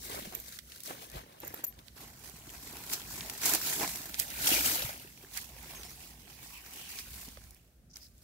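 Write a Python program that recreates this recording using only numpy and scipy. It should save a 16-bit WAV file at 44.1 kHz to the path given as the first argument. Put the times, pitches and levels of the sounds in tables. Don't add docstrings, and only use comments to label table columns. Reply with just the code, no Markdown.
import sys
import numpy as np
from scipy import signal
from scipy.fft import rfft, irfft, next_fast_len
from scipy.io import wavfile
from scipy.ndimage import uniform_filter1d, map_coordinates

SR = 44100
rng = np.random.default_rng(int(sys.argv[2]) if len(sys.argv) > 2 else 0)


def wav_record(signal):
    frames = np.transpose(np.atleast_2d(signal))
    bounded = np.clip(frames, -1, 1)
    quanta = np.round(bounded * 32767).astype(np.int16)
    wavfile.write(sys.argv[1], SR, quanta)


N = 363207
TIME = np.arange(N) / SR

# fastest moment t/s, rise/s, fall/s,
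# level/dB before the layer gains, pressure on the soil/dB, left-right/dB
STROKE_MOVES = [(.045, 0.056, 0.067, -46, -40, 2.5), (.144, 0.098, 0.16, -45.5, -3, .5),
                (.335, 0.017, 0.084, -60.5, 6.5, -2), (.57, 0.39, 0.022, -51, -16.5, 1),
                (.745, 0.14, 0.15, -54.5, -14.5, -1), (.86, 0.016, 0.047, -44.5, -24, 1),
                (.907, 0.045, 0.059, -48.5, -1, -0.5), (1.037, 0.13, 0.052, -51, -5.5, 0.5),
                (1.164, 0.044, 0.045, -49.5, 1.5, 1.5), (1.305, 0.18, 0.21, -63.5, 3.5, 0),
                (1.445, 0.045, 0.23, -55, -0.5, -0.5), (1.596, 0.057, 0.028, -55, -4, -1),
                (1.795, 0.02, 0.028, -63, 6.5, -1), (1.875, 0.018, 0.016, -59.5, -10, -11),
                (1.963, .003, 0.04, -55, -1, -5), (2.013, 0.03, 0.09, -50.5, -3.5, -2.5),
                (2.278, 0.1, 0.067, -51.5, -8.5, -5), (2.38, .06, .06, -72, -2, 0),
                (2.658, 0.13, 0.12, -54.5, -8, -1.5), (2.77, 0.043, 0.043, -54, 4, -1.5),
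                (2.93, 0.028, 0.033, -34.5, -13.5, 0.5), (2.97, 0.61, 0.25, -47, -7.5, -1),
                (3.125, 0.033, 0.1, -44, -11.5, 0.5), (3.28, 0.18, 0.2, -45.5, -7.5, -1),
                (3.463, 0.037, 0.1, -28.5, -13.5, -1), (3.551, 0.063, 0.022, -31.5, -7, -1.5),
                (3.672, 0.073, 0.24, -32.5, -13, -1), (3.834, 0.035, 0.03, -34.5, 0, -2),
                (3.95, .25, 0.65, -49, -8, -3), (4.199, 0.019, 0.048, -35.5, -15.5, -4.5),
                (4.42, 0.23, .15, -47, -7, -6), (4.538, 0.12, 0.12, -27, -13, .5),
                (4.656, 0.025, 0.15, -28.5, -12.5, 1), (4.81, 0.042, 0.13, -42, -4, -2.5),
                (5.03, 0.041, 0.26, -57, -13, -3), (5.231, 0.074, 0.16, -57, -3.5, -2.5),
                (5.358, 0.036, 0.09, -43, -13, -4.5), (5.729, 0.3, 0.35, -50.5, -4.5, -2.5),
                (5.895, 0.084, 0.22, -57.5, -13, -2.5), (6.026, 0.028, 0.097, -51, -9.5, -3.5),
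                (6.33, 0.13, 0.22, -56, -6, -5), (6.45, 0.065, 0.1, -51, -10, -3),
                (6.535, 0.03, 0.078, -50, -15, -2.5), (6.67, 0.065, 0.13, -52.5, -7, -2),
                (6.793, 0.092, 0.13, -49, -10, -2), (6.92, 0.084, 0.22, -47.5, -13, -1.5),
                (6.997, 0.041, .03, -46, -15, -4), (7.19, 0.11, 0.16, -48.5, -10.5, -2),
                (7.46, 0.15, 0.16, -61.5, -8, -3.5), (7.968, 0.017, 0.032, -56, -8, 1),
                (8.035, 0.037, 0.064, -60, -25, -1.5), (8.2, 0.084, 0.13, -67.5, -18, -3)]
STROKE_DROP_DB, STROKE_SHAPE = 9.5, 1.25
SCRAPE_PER_PRESSURE = 0.45
# from t/s, to t/s
SHUFFLING, RAKING, SWEEPING, DIGGING = (0, 1.962), (1.962, 4.1), (4.1, 5.1), (5.1, 8.3)
# f/Hz, relative level/dB per Hz
SHUFFLE_SPECTRUM = [(120, -31), (200, -8), (278, -11.5), (450, -10), (690, -6.5), (1070, -6.5), (1330, -16),
                    (1710, -13), (3010, -11.5), (4330, -13), (5110, -14.5), (5700, -13.5), (9480, -14.5),
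                    (12700, -11.5), (15500, -12)]
RAKE_SPECTRUM = [(150, -24), (260, -10), (420, -9.5), (561, -14.5), (678, -5.5), (1060, -3.5), (1190, -8.5),
                 (1410, -6.5), (2360, -2.5), (3620, -4.5), (5280, -4.5), (7950, -3), (8970, -6.5),
                 (12800, -1), (15500, -3)]
SWEEP_SPECTRUM = [(150, -10), (260, -8.5), (309, -10), (354, -14.5), (481, -10), (591, -4), (906, -1),
                  (1110, -9.5), (1490, -6), (1790, -5.5), (2360, -3), (3680, -4.5), (9940, -4), (12600, 0),
                  (15500, -1.5)]
DIG_SPECTRUM = [(150, -33), (260, -2), (427, -1), (611, -6.5), (713, 6), (832, 5.5), (1090, 1.5),
                (1230, -10), (1410, -12.5), (2530, -4), (4150, -7), (5280, -6), (9600, -7), (12600, -4),
                (15500, -3.5)]
# t/s, peak level/dB before the layer level, woody part/dB before its cap,
# left-right/dB, t60 of the crack/s
STALK_SNAPS = [(.3235, -35.5, -10, 4, .012), (.3352, -41, -5, 2, .012), (0.5885, -28, -5, -11, .009),
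               (0.7197, -33.5, -2, 1, 0.015), (0.8037, -30, -12.5, -17, 0.017),
               (0.8342, -31, -25, 4, 0.018), (1.099, -36, -13, 1, .016), (1.1162, -37, -17, 5, .008),
               (1.725, -43.5, -4.5, -8, 0.007), (1.790, -41.5, -2, -6, 0.013),
               (1.8824, -36, -2, -25, 0.0051), (2.297, -33, -16, -20, 0.0051),
               (2.3992, -45, -24.5, 8.5, .007), (2.493, -37, -1, -4, .012), (2.58, -41, -12, 4, .011),
               (2.7688, -31, -9, -5.5, 0.0071), (2.8987, -30, 1, -3.5, .008), (2.9274, -21.5, -14, 1, .012),
               (2.9341, -16.5, -15, -4, 0.013), (3.0172, -33, -1, -2, 0.0076),
               (3.2073, -26.5, 2, 1, 0.0097), (3.2978, -20.5, -10, 2, 0.016), (3.3772, -27.5, -21, 1, .008),
               (3.456, -12.5, -27, -3, .02), (3.536, -11, -25, -4, 0.014), (3.548, -12, -22, -6, 0.024),
               (3.7342, -22, -29, 2, .008), (3.9577, -23.5, -13, -3, .013),
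               (4.143, -20.5, -2.5, 0.5, 0.0073), (4.192, -19.5, -23, -8, 0.019),
               (4.1979, -10.5, -21, -8, .011), (4.302, -24.5, -17, -5, .014), (4.661, -24, -7, 14.5, 0.011),
               (4.977, -34.5, -21, 5, .008), (5.342, -31.5, -20, -4, .009), (5.362, -30, -9, -6, .01),
               (5.3729, -19, -13, -12, .022), (5.629, -33, -19.5, -6, .007),
               (5.8324, -30.5, -3, -5.5, 0.016), (5.850, -35, -16, -1, .014), (6.279, -41, 3, -4, 0.01),
               (6.662, -41.5, 3, -6, .009), (6.9876, -26.5, -1.5, -4, 0.0059), (7.003, -32, -10, 1, .009),
               (7.2868, -35, -9, -8, 0.01), (7.3724, -41, -5, -4, .012), (7.4392, -44, -14, -11, 0.0068),
               (7.5074, -37, -26, 3, 0.011), (7.5462, -41, -29, -5, .008), (7.9687, -33.5, -7.5, -1, .008),
               (8.180, -46, -26, 2.5, .008)]
# t/s, peak level/dB before the layer level and firmness share, f/Hz,
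# firmness 0-1 (loose soil crunches, firm soil thumps)
EARTH_BLOWS = [(.144, -32, 580, .1), (.221, -39, 210, 0.96), (.272, -34.5, 201, 0.89),
               (.324, -34, 696, 0.25), (.336, -36.5, 734, 0.27), (.908, -27, 740, 0.2),
               (1.151, -37, 170, 0.56), (1.433, -30.5, 477, 0.15), (1.507, -40, 300, 0.76),
               (1.54, -30, 464, 0.55), (1.592, -36.5, 360, .1), (1.637, -33, 520, .1),
               (2.339, -42, 164, 0.59), (2.41, -47, 324, 0.66), (2.475, -40.5, 288.5, 0.79),
               (2.525, -48.5, 279, .3), (3.808, -24.5, 402, 0.2), (3.831, -28, 288, 0.85),
               (4.005, -38, 300, 0.44), (4.517, -25.5, 296, 1), (4.846, -33.5, 122, 1),
               (5.048, -41.5, 372, 0.83), (5.239, -45.5, 390, 0.88), (5.505, -50, 272, 0.72),
               (5.539, -51, 398, 0.84), (5.66, -47, 380, 1), (5.735, -41, 800, .3),
               (7.28, -39.5, 246, 0.64), (7.373, -43.5, 517, 0.42)]
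# t/s, level/dB before the layer level, left-right/dB, chatter t60/s,
# lasting ring relative to the contact/dB, ring rise/s, ring t60/s
METAL_CONTACTS = [(0.3503, -19, -22, 0.01, -22, .001, .2), (0.4003, -27.5, -4, .016, -25, .001, .06),
                  (1.4023, -34, -3, .008, -7, .0005, 0.045), (1.449, -31, -10, .007, -26, .001, .03),
                  (1.471, -35, -6.5, .025, -14, .001, .04), (1.4782, -24, -5, 0.0079, -22, .001, .03),
                  (1.5402, -29, -4, .008, -25, .001, .15), (1.5435, -24.5, -3, .01, -25, .001, .05),
                  (1.6403, -16.5, 0, .022, -18, .0005, .1), (1.6454, -21, 7, 0.024, -21, .001, 0.12),
                  (1.6668, -31, 3, 0.027, -6, .002, .06), (1.670, -53.5, 10, .02, 19.5, .013, 0.078)]
# f/Hz, width/Hz, level/dB
METAL_MODES = [(6990, 200, 8.5), (13500, 330, 3), (13500, 280, 17), (13900, 330, 3)]
RING_HZ = 12310
# middle t/s, length/s, f/Hz, width/Hz before widening, level/dB before slips
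BLADE_GRATES = [(4.569, 0.073, 2390, 260, -37.5), (4.529, 0.042, 2750, 593, -34),
                (5.378, 0.032, 1900, 900, -43.5), (5.701, .016, 2100, 900, -56),
                (6.549, 0.15, 1020, 250, -62.5), (6.569, 0.11, 2500, 700, -55.5),
                (6.831, 0.18, 2950, 800, -55), (6.943, .1, 2550, 700, -55.5),
                (6.992, 0.03, 4930, 1190, -48), (7.373, 0.0064, 1300, 1200, -54.5),
                (7.912, 0.035, 5550, 1200, -64.5), (7.939, 0.017, 5700, 2010, -57.5),
                (7.9603, 0.0069, 5340, 1600, -44), (7.9695, 0.0024, 5300, 1400, -42),
                (8.033, 0.105, 5120, 1000, -59.5), (8.068, 0.013, 4300, 900, -64)]
# t/s, level/dB before the layer level
HANDLING_LEVEL = [(0.0, -60), (0.14, -59), (1.08, -69), (1.17, -46), (1.33, -79), (1.51, -56), (1.63, -84),
                  (1.72, -61), (4.4, -58), (4.63, -52), (5.18, -68.5), (5.39, -58), (6.77, -65), (7.2, -53),
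                  (7.22, -58.5), (7.52, -54), (7.55, -67), (8.24, -60)]
# f/Hz, relative level/dB per Hz
RUMBLE_SPECTRUM = [(13, -49.5), (22, -20), (40, -7.5), (59, 5.5), (72, -2.5), (97, -5.5), (118, -3.5),
                   (162, -3.5), (193, -7.5), (241, -4.5), (305, -16), (420, -11.5), (550, -51), (920, -120)]
# t/s, f/Hz before waver, level/dB before flutter
WHISTLE_GLIDE = [(5.73, 6650, -89), (5.75, 6530, -50), (5.81, 6100, -52), (5.855, 5260, -47.5),
                 (5.89, 5540, -57), (5.93, 6540, -51), (5.943, 7060, -50), (5.96, 7450, -85)]
# f/Hz, relative level/dB per Hz
AIR_SPECTRUM = [(200, 3.5), (420, -9.5), (630, -8.5), (950, -24), (1400, -18.5), (1800, -21.5),
                (3000, -25.5), (14000, -25.5)]
# f/Hz, side relative to mid level/dB
STEREO_WIDTH = [(60, -16.5), (160, -14), (270, -15), (450, -9), (740, -6.5), (950, -5), (1180, -0.5),
                (1500, -3), (2100, -0.5), (3300, .5), (14000, 0.1)]
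TOP_HZ = 15750


def strokes():
    coarse_time = TIME[::32]
    power = np.zeros((3, 2, len(coarse_time)))
    for s, rise, fall, db, press_db, pan_db in STROKE_MOVES:
        from_peak = coarse_time - s
        distance = np.abs(from_peak / np.where(from_peak < 0, rise, fall))
        speed_db = db - STROKE_DROP_DB * distance ** STROKE_SHAPE
        for layer, share in zip(power, (1, SCRAPE_PER_PRESSURE, 0)):
            layer += (amp(speed_db + share * press_db) * panned(pan_db)) ** 2
    return np.array([[np.interp(TIME, coarse_time, port) for port in layer] for layer in np.sqrt(power)])


def work(spell, colour, texture, gains, soil_db, scrape_db, crackle_db):
    soil, scrape, crackle = gains
    ranges_hz = (230, 1400), (1200, 4200), (3900, 19000)
    crumbs, edges, blades = [
        spread(x, lambda hz: amp(along(colour, hz)) * band(hz, *limits))
        for x, limits in zip(texture, ranges_hz)]
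    sound = amp(soil_db) * soil * crumbs * panned(-1.4)
    sound += amp(scrape_db) * scrape * edges * panned(-0.44)
    sound += amp(crackle_db) * crackle * blades * panned(0.45)
    active = 1. * (TIME >= spell[0]) * (TIME < spell[1])
    return sound * uniform_filter1d(active, size=300)


def textures():
    crumbs = grains(rate=450, low_hz=248.6, high_hz=1514, cycles=1.9, scatter_db=1.0, size=700)
    edges = grains(rate=1000, low_hz=1267, high_hz=4254, cycles=4.4, scatter_db=0.0, size=260)
    blades = grains(rate=1600, low_hz=3760, high_hz=14400, cycles=0.65, scatter_db=0.5, size=90)
    catching = catches(rate=70, release_s=.005, depth=1.1)

    def bed(db):
        return amp(db) * rng.standard_normal((2, N))
    crowds = [patchy(crumbs + bed(1), depth_db=2.0),
              patchy(edges + bed(1), depth_db=3.5),
              patchy(blades + bed(4.3), depth_db=3)]
    return [crowd * catching for crowd in crowds]


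def grains(rate, low_hz, high_hz, cycles, scatter_db, size):
    chance = rng.random((int(rate * N / SR), 5))
    start, pitch, force = chance.T[:3, :, None]
    turns = low_hz * (high_hz / low_hz) ** pitch * np.arange(size) / SR
    strength = amp(-scatter_db * np.log(force + .04))
    fade = strength * np.exp(-turns / cycles)
    at = ((start * N).astype(int) + np.arange(size)).ravel()
    rings = [fade * np.sin(2 * np.pi * (turns + phase[:, None])) for phase in chance.T[3:]]
    return unit(np.array([np.bincount(at, ring.ravel(), N)[:N] for ring in rings]))


def catches(rate, release_s, depth):
    chance = rng.random((int(rate * N / SR), 2))
    jerks = np.bincount((chance[:, 0] * N).astype(int), chance[:, 1] ** 2, N)
    decay = np.exp(-1 / (release_s * SR))
    return unit(1 + depth * signal.lfilter([1], [1, -decay], jerks))


def patchy(pair, depth_db):
    z = signal.stft(pair, nperseg=512)[2]
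    field = rng.standard_normal(z.shape[1:])
    narrow = uniform_filter1d(uniform_filter1d(field, size=4, axis=0), size=12, axis=1)
    broad = uniform_filter1d(uniform_filter1d(field, size=22, axis=0), size=3, axis=1)
    low = 1 / (1 + np.linspace(0, SR / 2, len(field))[:, None] / 5000)
    depth = 1.01 * np.tanh(low * unit(narrow) + 0.42 * unit(broad))
    return signal.istft(z * amp(depth_db * depth), nperseg=512)[1][:, :N]


def aside(pair, lag_ms, focus):
    def ports(hz):
        direct = np.clip(focus, 0, .95) * band(hz, 380, 4000)
        return np.sqrt([1 + direct, 1 - direct])

    def lead(hz):
        return np.exp(1j * np.pi * hz * lag_ms * 1e-3 * np.array([[1], [-1]]))
    mid, side = filtered(np.array([pair[0] + pair[1], pair[0] - pair[1]]) / 2, ports)
    return filtered(np.array([mid + side, mid - side]), lead)


def splinters(gains, level_db):
    cracks = grains(rate=50, low_hz=1400, high_hz=5500, cycles=2.8, scatter_db=5, size=260)
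    return amp(level_db) * gains[1] * cracks


def clods(soil, level_db):
    knocks = grains(rate=60, low_hz=280, high_hz=1050, cycles=5, scatter_db=3, size=2200)
    return amp(level_db) * soil * spread(knocks, lambda hz: band(hz, 200, 2000))


def snaps(level_db, rise, after_db, after_t60):
    out, t = np.zeros((2, N)), np.arange(4096) / SR
    shiver = amp(after_db - 60 * t / after_t60)
    for s, db, wood_db, pan_db, crack_t60 in STALK_SNAPS:
        fade = np.minimum(t / rise, 1) ** 2 * (amp(-60 * (t - rise) / crack_t60) + shiver)
        wood = min(amp(wood_db), .9)

        def colour(hz):
            return 3 * wood * band(hz, 1690, 4950) + np.sqrt(1 - wood ** 2) * band(hz, 5450, 21000)
        crack = filtered(fade * rng.standard_normal((2, len(t))), colour)
        crack /= np.abs(crack).max(axis=1, keepdims=True)
        add(out, s, amp(db + level_db) * panned(pan_db) * crack)
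    return out


def bumps(level_db, t60):
    out, t = np.zeros((2, N)), np.arange(4096) / SR
    for s, db, pitch_hz, firm in EARTH_BLOWS:
        noise = rng.standard_normal((2, len(t)))
        thud = spread(noise, lambda hz: resonance(hz, pitch_hz, .8 * pitch_hz) * band(hz, 100, 2900))
        thud *= amp(-60 * t / t60) * (1 - np.exp(-t / 0.001))
        loose = np.sqrt(np.clip(1 - firm, 0, 1))
        add(out, s, amp(db + level_db) * loose * thud / np.abs(thud).max())
    return out


def thumps(level_db, cycles):
    out, t = np.zeros((2, N)), np.arange(8192) / SR
    for s, db, pitch_hz, firm in EARTH_BLOWS:
        ring = amp(db + level_db - 60 * t * pitch_hz / cycles) * np.sin(2 * np.pi * pitch_hz * t)
        add(out, s, panned(-1) * np.sqrt(np.clip(firm, 0, 1)) * ring)
    return out


def clinks(level_db, tick):
    out, t = np.zeros((2, N)), np.arange(8192) / SR

    def body(hz):
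        return tick + sum(amp(db) * resonance(hz, centre, width) for centre, width, db in METAL_MODES)
    for s, db, pan_db, contact_t60, ring_db, ring_rise, ring_t60 in METAL_CONTACTS:
        contact = filtered(amp(-60 * t / contact_t60) * rng.standard_normal((2, len(t))), body)
        contact /= np.abs(contact).max(axis=1, keepdims=True)
        swell = np.minimum(t / ring_rise, 1)
        ring = swell * amp(ring_db - 60 * np.maximum(t - ring_rise, 0) / ring_t60)
        ring = ring * np.sin(2 * np.pi * (RING_HZ * t + rng.random()))
        add(out, s, amp(db + level_db) * panned(pan_db) * (contact + ring))
    return out


def blade(slips_per_s, slip_db):
    out = np.zeros((2, N))
    slips = amp(slip_db * np.tanh(wobble(slips_per_s)))
    for s, length, centre_hz, width_hz, db in BLADE_GRATES:
        swell = np.hanning(int(length * SR)) ** .5
        friction = slips[round(s * SR):][:len(swell)] * rng.standard_normal((2, len(swell)))
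        grate = spread(friction, lambda hz: resonance(hz, centre_hz, 1.1 * width_hz) ** 2)
        add(out, s - length / 2, amp(db) * swell * grate * panned(-2.2))
    return out


def rumble(soil, arms_db, ground_db, ground_growth, deep_db):
    deep, = curves(HANDLING_LEVEL)
    arms = amp(arms_db + 0.5 * (deep - deep.mean()) + 3.3 * wobble(9))
    ground = amp(ground_db) * (soil.mean(axis=0) / soil.max()) ** ground_growth

    def noise(low_hz, high_hz):
        pair = rng.standard_normal((2, N))
        return spread(pair, lambda hz: amp(along(RUMBLE_SPECTRUM, hz)) * band(hz, low_hz, high_hz))
    upper = np.hypot(arms, ground) * noise(100, 270)
    return panned(-0.93) * (upper + amp(deep + deep_db) * noise(35, 98))


def whistle():
    hz, db = curves(WHISTLE_GLIDE)
    waver = .027 * wobble(700)
    flutter_db = 6 * np.tanh(wobble(130)) - 4.5
    phase = 2 * np.pi * np.cumsum(hz * (1 + waver)) / SR
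    sounding = (TIME > WHISTLE_GLIDE[0][0]) * (TIME < WHISTLE_GLIDE[-1][0])
    return amp(db + flutter_db) * np.sin(phase) * sounding


def air(level_db):
    noise = rng.standard_normal((2, N))
    return amp(level_db) * spread(noise, lambda hz: amp(along(AIR_SPECTRUM, hz)) * band(hz, 280, 19000))


def amp(db):
    return 10 ** (np.asarray(db) / 20)


def unit(x):
    return x / np.sqrt(np.mean(x ** 2) + 1e-20)


def along(points, hz):
    f, v = np.transpose(points)
    return np.interp(np.log(hz + 1), np.log(f + 1), v)


def curves(rows):
    s, *cols = np.transpose(rows)
    return [np.interp(TIME, s, c) for c in cols]


def wobble(rate):
    return map_coordinates(rng.standard_normal(int(N * rate / SR) + 4), [TIME * rate], order=2)


def filtered(x, response):
    n = x.shape[-1]
    m = next_fast_len(n + 4096, True)
    return irfft(rfft(x, m) * response(np.fft.rfftfreq(m, 1 / SR)), m)[..., :n]


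def band(hz, low_hz, high_hz):
    return ((1 + (low_hz / (hz + 1)) ** 10) * (1 + (hz / high_hz) ** 10)) ** -.5


def resonance(hz, centre_hz, width_hz):
    return 1j * hz * width_hz / (centre_hz ** 2 - hz ** 2 + 1j * hz * width_hz)


def panned(db):
    gains = amp(np.array([[.5], [-.5]]) * db)
    return gains / np.sqrt(np.mean(gains ** 2, axis=0))


def spread(pair, response):
    def mid_side(hz):
        return response(hz) * np.array([np.ones(len(hz)), amp(along(STEREO_WIDTH, hz))])
    mid, side = filtered(pair, mid_side)
    return np.array([mid + side, mid - side]) / np.std(mid)


def add(track, s, sound):
    part = track[:, max(round(s * SR), 0):][:, :sound.shape[1]]
    part += sound[:, :part.shape[1]]


def scene():
    texture, gains = textures(), strokes()
    shuffling = work(SHUFFLING, SHUFFLE_SPECTRUM, texture, gains, soil_db=-0.5, scrape_db=-3.0, crackle_db=0.0)
    raking = work(RAKING, RAKE_SPECTRUM, texture, gains, soil_db=-2, scrape_db=-5.5, crackle_db=-1.0)
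    sweeping = work(SWEEPING, SWEEP_SPECTRUM, texture, gains, soil_db=-2.5, scrape_db=-2.8, crackle_db=-0.8)
    digging = work(DIGGING, DIG_SPECTRUM, texture, gains, soil_db=-4.5, scrape_db=-3.5, crackle_db=0.0)
    litter = aside(shuffling, lag_ms=0.493, focus=0.43) + raking
    litter += aside(sweeping, lag_ms=0.333, focus=0.27) + digging
    litter += splinters(gains, level_db=-14) + clods(gains[0], level_db=-10)
    hits = snaps(level_db=0.5, rise=0.0006, after_db=-22, after_t60=0.13)
    hits += bumps(level_db=-4.0, t60=0.037) + thumps(level_db=-0.5, cycles=10.6)
    metal = clinks(level_db=-1, tick=0.18) + blade(slips_per_s=480, slip_db=3.5)
    low = rumble(gains[0], arms_db=-65.5, ground_db=-47.5, ground_growth=0.63, deep_db=0.5)
    return litter + hits + metal + low + whistle() + air(level_db=-72)


def record(dry):
    return filtered(dry, lambda hz: hz < TOP_HZ)


dry = scene()
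out = record(dry)
wav_record(out)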